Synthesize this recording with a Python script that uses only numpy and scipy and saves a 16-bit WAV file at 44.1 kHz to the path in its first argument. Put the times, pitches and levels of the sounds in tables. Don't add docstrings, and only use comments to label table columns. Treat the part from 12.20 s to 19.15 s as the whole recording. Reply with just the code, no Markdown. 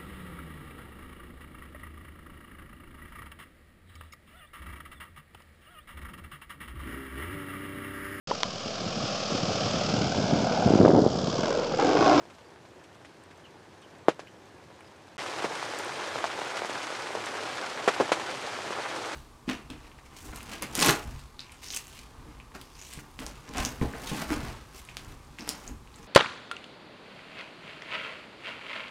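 import sys
import numpy as np
from scipy import signal
from scipy.io import wavfile
from scipy.ndimage import uniform_filter1d

SR = 44100
rng = np.random.default_rng(int(sys.argv[2]) if len(sys.argv) > 2 else 0)


def convert_level_to_amplitude(level_db):
    exponent = np.asarray(level_db, float) / 20
    return 10 ** exponent


def generate_wav(sig):
    pcm = np.round(np.clip(np.atleast_2d(sig).T, -1, 1) * 32767).astype(np.int16)
    wavfile.write(sys.argv[1], SR, pcm)


N = 306495

WALL_S = 0.0043


def falls():
    # start in seconds, peak in dB,
    # cloth pitch in Hz, splash in dB, echo in dB.
    knocks = [(1.8824, -1.5, 524, -26.5, -12), (1.992, -27, 620, -12, -7), (3.242, -16, 500, -14, 1),
              (4.04, -13, 830, -18, -7), (4.95, -18.5, 606, -18, -6.5), (5.6755, -8, 534, -17, -3),
              (5.6785, -11.5, 824, -13.5, -1), (5.6835, -9, 980, -14.5, -10), (5.799, -11.5, 490, -21, 2.5),
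              (5.8068, -16.5, 1010, -11, -8), (5.917, -8, 596, -12, -6), (5.9242, -15, 1180, -10, -8)]
    # start in seconds, peak in dB, cloth pitch in Hz, splash in dB.
    small_drops = [(0.052, -43, 746, -18), (0.099, -41, 982, -6), (0.183, -45, 1100, -5),
                   (0.359, -43, 1590, -24), (0.45, -43, 651, -10), (0.639, -51.5, 694, 2),
                   (0.715, -46, 750, -23), (0.754, -45, 864, -21), (0.847, -43.5, 770, -2),
                   (1.109, -48.5, 1220, -1.5), (1.455, -45, 684, -22), (1.619, -46, 821, -4),
                   (1.748, -52.5, 926, 0), (2.284, -48, 926, -14), (2.605, -41, 999, -18),
                   (2.819, -47, 667, -20), (2.879, -44.5, 794, -6)]
    # start in seconds, peak in dB, cloth pitch in Hz, splash in dB.
    big_drops = [(3.016, -34, 982, -16), (3.061, -27, 923, -15), (3.185, -22.5, 1550, -14),
                 (3.2215, -22.5, 950, -10), (3.32, -26, 1020, -25), (3.426, -19.5, 937, -14),
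                 (3.535, -25.5, 633, -19), (3.956, -20, 705, -24), (3.98, -29, 1070, -3.5),
                 (4.053, -23.5, 800, -15), (4.189, -25, 638, -11), (4.2153, -20, 706, -20),
                 (4.376, -24, 1100, -19), (4.368, -30.5, 1800, 1.5), (4.418, -22, 600, -22),
                 (4.4463, -18.5, 750, -24), (4.494, -22, 546, -10), (4.702, -23.5, 686, -12),
                 (4.859, -27, 929, -9), (4.904, -26, 646, -20), (5.065, -25.5, 980, -6.5),
                 (5.151, -24.5, 657, -9.5), (5.599, -22, 724, -23), (5.705, -28, 756, -6),
                 (5.736, -32, 958, 1), (5.7625, -21, 950, -20), (5.8915, -22.5, 800, -16),
                 (5.996, -23, 991, -9), (6.387, -22.5, 754, -28), (6.505, -24, 546, -11)]
    slack_t60_s, slack_hz, shortening = 0.07, 600, 0.47
    small_echo_db, big_echo_db, drop_t60_s = -12, -15, 0.06
    rows = [(*row, slack_t60_s * (slack_hz / row[2]) ** shortening) for row in knocks]
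    rows += [(*row, small_echo_db, drop_t60_s) for row in small_drops]
    rows += [(*row, big_echo_db, drop_t60_s) for row in big_drops]
    return rows


def drops(rows):
    # frequency in Hz, level in dB.
    splash = [(500, -12.5), (1200, 10), (2500, 10), (4000, 4), (7000, -2), (11000, -13.5), (16000, -58)]
    # frequency in Hz, gain in dB.
    response = [(30, -32), (130, 1.5), (250, 0.5), (500, 1.5), (1000, 3.5), (2500, 3), (9000, 2)]
    out = np.zeros(N)
    t = np.arange(6600) / SR
    sprays = evened(coloured(rng.standard_normal((len(rows), len(t))), splash))
    burst = 1.37 * np.exp(-t / 0.00081) + np.clip(t / WALL_S, 0.25, 1)
    for row, spray, signs in zip(rows, sprays, scatter(sprays.shape)):
        s, peak_db, hz, splash_db, echo_db, t60 = row
        turns = 0.69 * hz * t + 0.55 * (1 - np.exp(-hz * t / 0.26))
        swing = -np.sin(2 * np.pi * turns) * np.exp(-((turns - 0.75) / 0.81) ** 2)
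        thrown = swing[:600] + 0.73 * band(swing[:600], 5.0 * hz, 1.55)
        late = convert_level_to_amplitude(echo_db) * signal.oaconvolve(thrown, echoes(len(t), t60, signs))[:len(t)]
        wet = convert_level_to_amplitude(splash_db - 2.5 - 60 * t / (1.35 * t60)) * burst * spray
        add(out, s + 0.0016, convert_level_to_amplitude(peak_db - 2.5) * (swing + late + wet))
    return coloured(out, response)


def shower(level, colour, texture):
    per_s, spread_db, far_db, patchy_db = texture
    s, level_db = np.transpose(level)
    t = np.arange(s[0], s[-1] + 0.018, 1 / SR)
    far = convert_level_to_amplitude(far_db)
    near = np.sqrt(1 - far ** 2)
    white = far * hiss(len(t), patchy_db) + near * patter(len(t), per_s, spread_db)
    return s[0], convert_level_to_amplitude(np.interp(t, s, level_db)) * evened(coloured(white, colour))


def patter(n, per_s, spread_db, count=30):
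    size = convert_level_to_amplitude(spread_db * np.minimum(rng.exponential(1, n), 3.5))
    size = size * (rng.random(n) < per_s / SR)
    kind = rng.integers(0, count, n)
    t = np.arange(2400) / SR
    out = np.zeros(n)
    for k, hz in enumerate(np.geomspace(350, 10000, count)):
        slap = rng.standard_normal(len(t)) * np.exp(-t / 0.0014)
        slap = slap / np.linalg.norm(slap)
        click = slap + convert_level_to_amplitude(-0.5) * echoes(len(t), 0.088, scatter(len(t)))
        grain = band(band(click, hz, 2.75), hz, 2.75)
        weight = hz ** 0.38 / np.linalg.norm(grain)
        out += signal.oaconvolve(size * (kind == k), weight * grain)[:n]
    return evened(out)


def ticks():
    # start in seconds, peak in dB, pitch in Hz.
    droplets = [(0.3386, -51, 6110), (0.4873, -52, 7180), (0.6389, -46, 7860), (1.037, -46, 8690),
                (1.1752, -45, 6240), (1.6167, -50, 8220), (1.7848, -48, 7820), (1.9444, -50, 6030),
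                (2.2563, -48, 6260), (2.606, -45, 10100), (2.8719, -48, 6360), (2.9567, -47, 8660),
                (3.5872, -22, 7200), (3.5908, -40, 13500), (3.647, -28.5, 8900), (3.8894, -39, 6040),
                (4.1694, -41, 6130), (4.371, -33, 5440), (4.6694, -31, 6180), (5.06, -29, 6100),
                (5.7524, -36, 6340), (6.2138, -34, 6230), (6.8743, -35, 6070)]
    # frequency in Hz, level in dB.
    housing = [(3500, -32), (5500, -20), (8000, 11), (12000, -6), (16000, -16)]
    t60_s = 0.0078
    out = np.zeros(N)
    t = np.arange(1300) / SR
    clicks = evened(coloured(rng.standard_normal((len(droplets), len(t))), housing))
    for (s, peak_db, hz), click in zip(droplets, clicks):
        ring = np.sin(2 * np.pi * hz * t) + 0.66 * click
        onset = 1 - np.exp(-t / 0.0002)
        add(out, s + 0.0005, convert_level_to_amplitude(peak_db - 4 - 60 * t / t60_s) * onset * ring)
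    return out


def birds():
    # start in seconds, length in seconds, start pitch in Hz, end pitch in Hz, level in dB.
    calls = [
        (.236, .048, 4800, 4620, -75),
        (1.236, 0.0334, 3250, 2660, -63),
        (1.621, 0.036, 3080, 2970, -66),
        (2.071, 0.0047, 2300, 2700, -50),
        (2.078, .009, 2830, 3130, -63),
        (2.603, 0.013, 2360, 2250, -60),
        (2.645, 0.044, 4950, 5000, -74),
    ]
    out = np.zeros(N)
    for s, length, start_hz, end_hz, level_db in calls:
        hz = np.linspace(start_hz, end_hz, round(length * SR))
        flutter = 1 + 0.88 * evened(uniform_filter1d(rng.standard_normal(len(hz)), size=90))
        whistle = np.sin(2 * np.pi * np.cumsum(hz) / SR) * signal.windows.tukey(len(hz), 0.6)
        add(out, s, convert_level_to_amplitude(level_db + 7.0) * flutter * whistle)
    return out + convert_level_to_amplitude(-7.0) * signal.oaconvolve(out, echoes(3000, 0.1, scatter(3000)))[:N]


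def hiss(n, patchy_db):
    a, b, patches = rng.standard_normal((n // 128 + 8, 257, 3)).T
    patches = uniform_filter1d(uniform_filter1d(patches, 8, 0), 16, 1)
    spectra = (a + 1j * b) * convert_level_to_amplitude(patchy_db * evened(patches))
    return evened(signal.istft(spectra, nperseg=512, noverlap=384)[1][:n])


def echoes(n, t60, signs):
    t = np.arange(n) / SR
    taps = signs * convert_level_to_amplitude(-60 * t / t60) * np.clip(t / WALL_S, 0, 1) ** 1.76
    return taps / np.linalg.norm(taps)


def scatter(shape):
    return rng.standard_normal(shape) * (rng.random(shape) < 3000 / SR)


def band(x, hz, octaves):
    b, a = signal.iirpeak(min(hz, 0.45 * SR), 1.4 / octaves, SR)
    return signal.lfilter(b, a, x)


def coloured(x, points):
    hz = abs(np.fft.fftfreq(8192, 1 / SR))
    log_gain = np.log(convert_level_to_amplitude(np.maximum(read(points, hz), -100)))
    taps = np.fft.ifft(np.exp(np.conj(signal.hilbert(log_gain)))).real[:4096]
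    taps = np.reshape(taps, (1,) * (x.ndim - 1) + (-1,))
    return signal.oaconvolve(x, taps, axes=-1)[..., :x.shape[-1]]


def read(points, hz):
    f, value = np.transpose(points)
    return np.interp(np.log(hz + 1), np.log(f + 1), value)


def evened(x):
    return x / np.sqrt(np.mean(x ** 2) + 1e-20)


def add(mix, s, sound):
    part = mix[round(s * SR):][:len(sound)]
    part += sound[:len(part)]


def scene():
    # time in seconds, level in dB.
    light_level = [(0.0, -51.5), (0.41, -53), (2.9, -52), (2.97, -51)]
    heavy_level = [(2.98, -33.5), (3.05, -37), (3.2, -35.5), (4.42, -36), (4.86, -36.5), (5.9, -35.5),
                   (6.2, -36), (6.95, -35.5)]
    # frequency in Hz, density in dB per Hz.
    light_colour = [(20, -28), (47, -20), (90, 0), (220, -5.5), (360, -2), (620, -7), (950, -7.5),
                    (1300, -13), (1650, -12), (2000, -16), (6200, -25.5), (9000, -31), (12000, -39.5),
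                    (15600, -47)]
    heavy_colour = [(12, -87), (20, -46), (37, -35), (72, -14), (106, -5.5), (149, -8.5), (232, -8),
                    (334, -1), (885, -2.5), (1310, -3.5), (5560, -15.5), (8690, -21.5), (11200, -31.5),
                    (15600, -49)]
    # drops per second, size spread in dB, share of far hiss in dB, patchiness in dB.
    light_texture = (200, 3, -0.6, 1.0)
    heavy_texture = (405.5, 2.5, -2, 1.0)
    # start in seconds, end in seconds.
    gap = (2.9695, 2.9792)
    light, heavy = np.zeros(N), np.zeros(N)
    t = np.arange(N) / SR
    add(light, *shower(light_level, light_colour, light_texture))
    add(heavy, *shower(heavy_level, heavy_colour, heavy_texture))
    near = drops(falls()) + ticks() + birds()
    before = np.clip((gap[0] - t) / 0.0003, 0, 1)
    after = np.clip((t - gap[1]) / 0.0015, 0, 1)
    return (before * (light + near) + after * (heavy + near))[None]


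def top_cut(x):
    return signal.sosfilt(signal.butter(12, 15750, fs=SR, output="sos"), x)


def record(dry):
    edge = signal.firwin(511, 15600, window=("kaiser", 9), fs=SR)
    mix = signal.oaconvolve(dry, edge[None], "same")
    return top_cut(mix)


dry = scene()
out = record(dry)
generate_wav(out)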